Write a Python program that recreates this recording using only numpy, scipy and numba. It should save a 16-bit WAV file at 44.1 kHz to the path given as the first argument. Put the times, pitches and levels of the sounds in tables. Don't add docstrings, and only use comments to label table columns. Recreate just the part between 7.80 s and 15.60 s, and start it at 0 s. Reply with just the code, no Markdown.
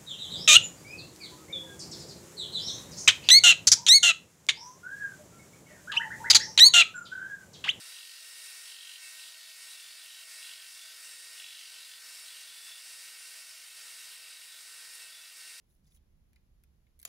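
import sys
import numpy as np
from scipy import signal
from scipy.fft import rfft, irfft
from scipy.io import wavfile
from scipy.ndimage import uniform_filter1d, map_coordinates
from numba import njit

SR = 44100
rng = np.random.default_rng(int(sys.argv[2]) if len(sys.argv) > 2 else 0)


def makeup_ratio(level_db):
    decades = np.asarray(level_db, float) / 20
    return 10 ** decades


def wrap_up_sound(samples):
    columns = np.atleast_2d(samples).T
    tamed = np.clip(columns, -1, 1)
    steps = np.round(tamed * 32767).astype(np.int16)
    wavfile.write(sys.argv[1], SR, steps)


N = 343980
TIME = np.arange(N) / SR
COARSE = np.arange(0, N, 128) / SR
BINS = np.fft.rfftfreq(N, 1 / SR) + 1
NO_BASS = np.minimum(BINS / 1500, 1) ** 2

IDLE_HZ, MAINS_HUM_HZ, PULLEY_HZ = 4921, 500.6, 1862.6
BELT_TURN_HZ = 46.35
TOP_HZ = 15690
SQUEAL_HZ, PRESSED_HZ, TWIN_HZ = 3470, 3405, 3890
SING_SHARE = 0.8
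CONTACT_S = 0.0309
SAG_S, RECOVER_S = 0.09, 0.025
MUFFLE_S, UNMUFFLE_S = 0.1, 0.018
LINGER_S = 0.02
MOTOR_MUFFLE = 0.98

# (multiple of the hum added, level at idle speed [dB], level gained per 1% of speed lost [dB])
WHINE_LINES = [(-2, -70.5, 3.5), (-1, -67.5, 7.5), (0, -64, 5), (1, -63.5, -2.5), (9, -68.5, -7)]
# (frequency [Hz], level [dB], unsteadiness [rad])
MOTOR_TONES = [(222.4, -97, 0.74), (249, -97.5, .6), (501, -83, 0.46), (996, -83, 1.5)]
# (multiple of the pulley tone, level [dB], unsteadiness [rad])
PULLEY_LINES = [(1, -64.5, 0.65), (2, -67, 0.71), (6, -73, 1.6)]
# (time [s], hiss gain [dB], pulley whistle gain [dB])
MACHINE_DRIFT = [(0, -53.5, 2.5), (.65, -53, 2.5), (1.3, -53.5, 1), (1.85, -53, 2), (2.58, -52.5, 0),
                 (3.4, -53.5, 0.5), (4.3, -53, -1), (5.3, -53, -0.5), (6.05, -52.5, 0), (7, -53.5, 0),
                 (7.8, -53.5, 1)]
# (frequency [Hz], level per Hz [dB])
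HISS_COLOUR = [(25, -30), (70, -36), (230, -31), (320, -33.5), (480, -27.5), (600, -15), (1150, -11.5),
               (1400, -1), (1650, -9), (2000, -5), (6300, -6), (9000, -2.5), (11000, -6.5), (13000, -7.5),
               (15700, -9.5)]
# (frequency [Hz], width [Hz], level [dB])
FRAME_MODES = [(438, 104, -16.5), (560, 15, -34), (653, 19, -5), (1080, 26, -7), (1540, 43.4, 5.5),
               (1759.6, 45, 4.5), (1984, 92, 2.5), (2096, 23, 2), (2220, 112, 6.5), (2338, 57, 0.5),
               (2444, 63, 3.5), (2536, 33, 2.5), (2630, 11, 15.5), (2705, 40, 7.5), (2750, 32, 12),
               (2823, 25, 8.5), (2881, 45, 6), (3027, 44, 5.5), (3104, 40, 4.5), (3250, 33, 2.5),
               (3338, 56, 3.5), (3360, 46, 0.5), (3540, 150, 0.5), (3673, 40, 6.5), (3720, 170, -4.5),
               (3830, 36, 8), (3877, 49, 3), (4026, 160, 5.5), (4210, 15, 6), (4300, 32, 6.5)]
# (frequency [Hz], width [Hz], level [dB])
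GUARD_MODES = [(4624, 530, 4.5), (4867, 160, 5), (5200, 280, 2.5), (5430, 230, 5), (5760, 100, 6),
               (5950, 170, 5), (6170, 120, 0), (6400, 347, -0.5), (6720, 300, 1), (7180, 185, 4),
               (7440, 120, -3), (7665, 120, 4.5), (7970, 210, 2), (8110, 38, 7.5), (8357, 30, 8),
               (8560, 31, 6), (8640, 270, 2), (8750, 55, 8.5), (9060, 140, 3.5), (9450, 80, 6.5),
               (9620, 66, 5.5), (9770, 83, -2), (10070, 230, -1.5), (10280, 240, -1), (10930, 240, 0),
               (10940, 53, -4), (11400, 150, -2.5), (12060, 72, -2), (12800, 230, -6), (13900, 110, -5)]
BAND_EDGES_HZ = [1750, 2550, 4300, 7300, 10200]
# (open level before the drift [dB], share of the muffling)
MACHINE_BANDS = [(-10, 0.73), (-7, 0.5), (-2, 0.85), (-0.9, 0.65), (0.5, 1.09), (-3, 0.58)]
# (time [s], peak gain [dB], fade to 1/e [s])
GRIT_FLICKS = [(0.094, -59, .03), (7.153, -50.5, 0.0094)]
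# (touch [s], lift [s], motor speed lost [%], rasp gain at touch [dB], at lift [dB], full muffling [dB])
CORNER_STROKES = [(.115, 0.411, 1.4, -57.5, -64, 3.5), (0.843, 1.188, 0.79, -57, -55, 4),
                  (1.38, 1.736, 1.14, -58, -69.5, 3.5), (1.875, 2.163, .95, -65.5, -65, 3.5),
                  (2.168, 2.444, .72, -63.5, -58.5, 4), (2.614, 2.84, .65, -56, -60, 3.5),
                  (2.84, 3.149, 0.64, -68, -66, 2.5), (3.566, 3.84, .9, -56.5, -56.5, 4),
                  (3.84, 4.188, 0.98, -60, -65, 3), (4.447, 4.8, 0.72, -58.5, -65, 2),
                  (4.853, 5.023, 0.56, -70.5, -64, 3), (5.554, 5.93, .3, -69, -66, 3.5),
                  (6.297, 6.83, .58, -63.5, -71.5, 2.5), (7.25, 7.53, .48, -71, -67, 4.5)]
# (frequency [Hz], width [Hz], level [dB])
PANEL_MODES = [(2760, 300, -5), (3130, 450, 0), (4060, 260, -7)]
# (time [s], delay of the joint in its turn [ms])
JOINT_DELAY = [(0, 16.7), (.4, 14.8), (1.0, 16), (1.9, 12), (2.42, 19), (2.65, 18), (2.8, 17.3), (3.1, 16),
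               (3.6, 18.4), (3.9, 15.4), (4.5, 18), (4.7, 17), (5.75, 15), (6.4, 12.3), (7.8, 13.7)]
# (middle [s], half length to 1/e [s], gain [dB], upper partner gain [dB])
EDGE_SQUEALS = [(.22, .1, -62, -60), (.36, .05, -64, -68), (1.0, .16, -65.5, -64), (1.452, 0.092, -64, -63),
                (1.67, 0.073, -60, -65), (1.922, .05, -59.5, -64), (2.048, 0.085, -56.5, -67),
                (2.198, 0.048, -60, -60), (2.335, 0.088, -65, -59), (2.673, 0.056, -59, -63),
                (2.85, 0.11, -65.5, -63.5), (3.05, 0.096, -56.5, -64), (3.7, 0.12, -55.5, -61.5),
                (3.949, .1, -64, -63), (4.121, 0.084, -60, -63), (4.5, .05, -59.5, -62),
                (4.699, .12, -60.5, -64.5), (4.91, .11, -57.5, -64), (6.5, 0.13, -68, -59.5),
                (6.739, .06, -59.5, -69), (7.349, .07, -59, -65), (7.469, 0.053, -62.5, -69)]


def curves(table):
    s, *columns = np.transpose(table)
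    return [np.interp(TIME, s, c) for c in columns]


def unit(x):
    return x / np.sqrt(np.mean(x ** 2))


def walk(rate):
    hold = int(SR / rate)
    steps = np.repeat(rng.standard_normal(N // hold + 1), hold)
    slewed = uniform_filter1d(uniform_filter1d(steps, hold), hold)
    return 1.37 * slewed[:N]


def ring(hz, width_hz):
    return 1 / (1 + ((BINS - hz) / (width_hz / 2)) ** 2)


def shaped_noise(colour):
    return irfft(rfft(rng.standard_normal(N)) * colour, N)


def held(touch, lift):
    landed = np.clip((COARSE - touch) / CONTACT_S + 0.5, 0, 1)
    left = np.clip((COARSE - lift) / CONTACT_S + 0.5, 0, 1)
    return landed - left


def lagged(column, rise_s, fall_s, late_s=0):
    goal = sum(row[column] * held(row[0] + late_s, row[1] + late_s) for row in CORNER_STROKES)
    out = np.zeros(len(COARSE))
    up, down = np.exp(-COARSE[1] / rise_s), np.exp(-COARSE[1] / fall_s)
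    for i in range(1, len(out)):
        keep = up if goal[i] > out[i - 1] else down
        out[i] = goal[i] + (out[i - 1] - goal[i]) * keep
    return np.interp(TIME, COARSE, out)


def motor(sag, muffle_db, waver_db=1.0, whine_waver_db=1.47):
    turn = 2 * np.pi * np.cumsum(IDLE_HZ * (1 - sag / 100)) / SR
    out = 0
    for multiple, db, load_db in WHINE_LINES:
        hum = 2 * np.pi * (multiple * MAINS_HUM_HZ * TIME + rng.random())
        phase = turn + hum + 0.6 * walk(25)
        out = out + makeup_ratio(db + load_db * sag + whine_waver_db * walk(14)) * np.sin(phase)
    whistle_db = curves(MACHINE_DRIFT)[1]
    pulley = [(k * PULLEY_HZ, db + whistle_db, unsteady) for k, db, unsteady in PULLEY_LINES]
    for hz, db, unsteady in list(MOTOR_TONES) + pulley:
        phase = 2 * np.pi * (hz * TIME + rng.random()) + unsteady * walk(12)
        out = out + makeup_ratio(db + waver_db * walk(6.8)) * np.sin(phase)
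    shade = makeup_ratio(MOTOR_MUFFLE * (muffle_db.mean() - muffle_db))
    return np.sqrt(2) * shade * out


def machine(muffle_db, flicker_db=0.45, swell_db=0.48, ring_waver_db=0.7, throb=0.062):
    hz, db = np.transpose(HISS_COLOUR)
    plain = rfft(rng.standard_normal(N)) * makeup_ratio(np.interp(np.log(BINS), np.log(hz), db))
    all_modes = list(FRAME_MODES) + list(GUARD_MODES)
    modes = 0
    for first in range(10):
        colour = sum(makeup_ratio(top_db) * ring(f, width) for f, width, top_db in all_modes[first::10])
        modes = modes + makeup_ratio(ring_waver_db * walk(7)) * shaped_noise(colour)
    whole = plain + rfft(modes)
    band = np.searchsorted(BAND_EDGES_HZ, BINS)
    out = 0
    for k, (open_db, share) in enumerate(MACHINE_BANDS):
        part = unit(irfft(whole * (band == k), N))
        out = out + makeup_ratio(open_db - share * muffle_db + flicker_db * walk(12)) * part
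    beat = 1 + throb * np.cos(2 * np.pi * BELT_TURN_HZ * (TIME - 0.017))
    return makeup_ratio(curves(MACHINE_DRIFT)[0] + swell_db * walk(25)) * beat * out


def brushes():
    shape = sum(makeup_ratio(db) * np.exp(-((TIME - s) / length) ** 2) for s, db, length in GRIT_FLICKS)
    return shape * unit(shaped_noise(NO_BASS * ring(10500, 4000)))


def contact():
    rasp = 0
    for touch, lift, _, first_db, last_db, _ in CORNER_STROKES:
        slide_db = np.interp(COARSE, [touch, lift], [first_db, last_db])
        rasp = rasp + held(touch, lift) * makeup_ratio(slide_db)
    main, partner = 0, 0
    for middle, half, main_db, partner_db in EDGE_SQUEALS:
        angled = np.exp(-((COARSE - middle) / half) ** 4)
        main = main + makeup_ratio(main_db) * angled
        partner = partner + makeup_ratio(partner_db) * angled
    return [np.interp(TIME, COARSE, gain) for gain in (rasp, main, partner)]


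def belt_grit(turns, likeness):
    fresh = rng.standard_normal((N // 800, 1024))
    worn = signal.lfilter([np.sqrt(1 - likeness ** 2)], [1, -likeness], fresh, axis=0)
    return map_coordinates(worn.ravel(), [1024 * (turns + 1)], order=1)


@njit
def svf(x, hz, width):
    y, b, l = np.empty(len(x)), 0., 0.
    for i in range(len(x)):
        g, k = np.tan(np.pi * hz[i] / SR), width / hz[i]
        v = (b + g * (x[i] - l)) / (1 + g * (g + k))
        b, l, y[i] = 2 * v - b, l + 2 * g * v, k * v
    return y


def scrape(rise=0.06, fall=0.16, steady=0.31, scatter_db=0.4, squeal_steady=0.52, likeness=0.8,
           knock_db=6.0, fizz_steady=0.8):
    pressed, main, partner = contact()
    squeal_hz = np.interp(pressed, makeup_ratio([-62, -58]), [SQUEAL_HZ, PRESSED_HZ])

    turns = BELT_TURN_HZ * (TIME - curves(JOINT_DELAY)[0] / 1000)
    nearest = np.round(turns)
    chance = rng.standard_normal((N // 500, 2))[nearest.astype(int) + 1].T
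    size = makeup_ratio(scatter_db * chance[0])
    since = turns - nearest
    joint = size * np.where(since < 0, np.exp(-(since / rise) ** 2), np.exp(-since / fall))
    grains = belt_grit(turns, likeness)
    knock = makeup_ratio(knock_db) * size * np.exp(-((since - 0.0057 * chance[1]) / 0.0014) ** 2)

    grit = rfft((steady + joint) * grains + knock) * NO_BASS
    rasp = sum(makeup_ratio(db) * unit(irfft(grit * ring(hz, width), N)) for hz, width, db in PANEL_MODES)
    dust = rfft((fizz_steady + joint) * grains) * NO_BASS
    rasp = rasp + makeup_ratio(-8.5) * unit(irfft(dust * ring(8100, 7000), N))

    drive = (squeal_steady + joint) * grains + 0.48 * knock
    rough = unit(svf(svf(drive, squeal_hz, 76.0), squeal_hz, 76.0))
    sing_phase = 2 * np.pi * np.cumsum(squeal_hz) / SR + 2.1 * walk(40)
    sing = unit((0.35 + joint) * np.sin(sing_phase))
    squeal = SING_SHARE * sing + np.sqrt(1 - SING_SHARE ** 2) * rough
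    twin = unit(irfft(rfft(drive) * ring(TWIN_HZ, 80), N))
    return pressed * rasp + main * squeal + partner * twin


def scene():
    sag = lagged(column=2, rise_s=SAG_S, fall_s=RECOVER_S)
    muffle_db = lagged(column=5, rise_s=MUFFLE_S, fall_s=UNMUFFLE_S, late_s=LINGER_S)
    mono = motor(sag, muffle_db) + machine(muffle_db) + brushes() + scrape()
    return np.array([mono, mono])


def low_pass(x):
    return signal.sosfilt(signal.butter(12, 16240, fs=SR, output="sos"), x)


def record(dry):
    bass_cut = signal.butter(1, 40, "high", fs=SR, output="sos")
    top_cut = signal.ellip(10, 0.3, 60, TOP_HZ, fs=SR, output="sos")
    thin = signal.sosfilt(bass_cut, dry)
    mix = signal.sosfilt(top_cut, thin)
    return low_pass(mix)


dry = scene()
out = record(dry)
wrap_up_sound(out)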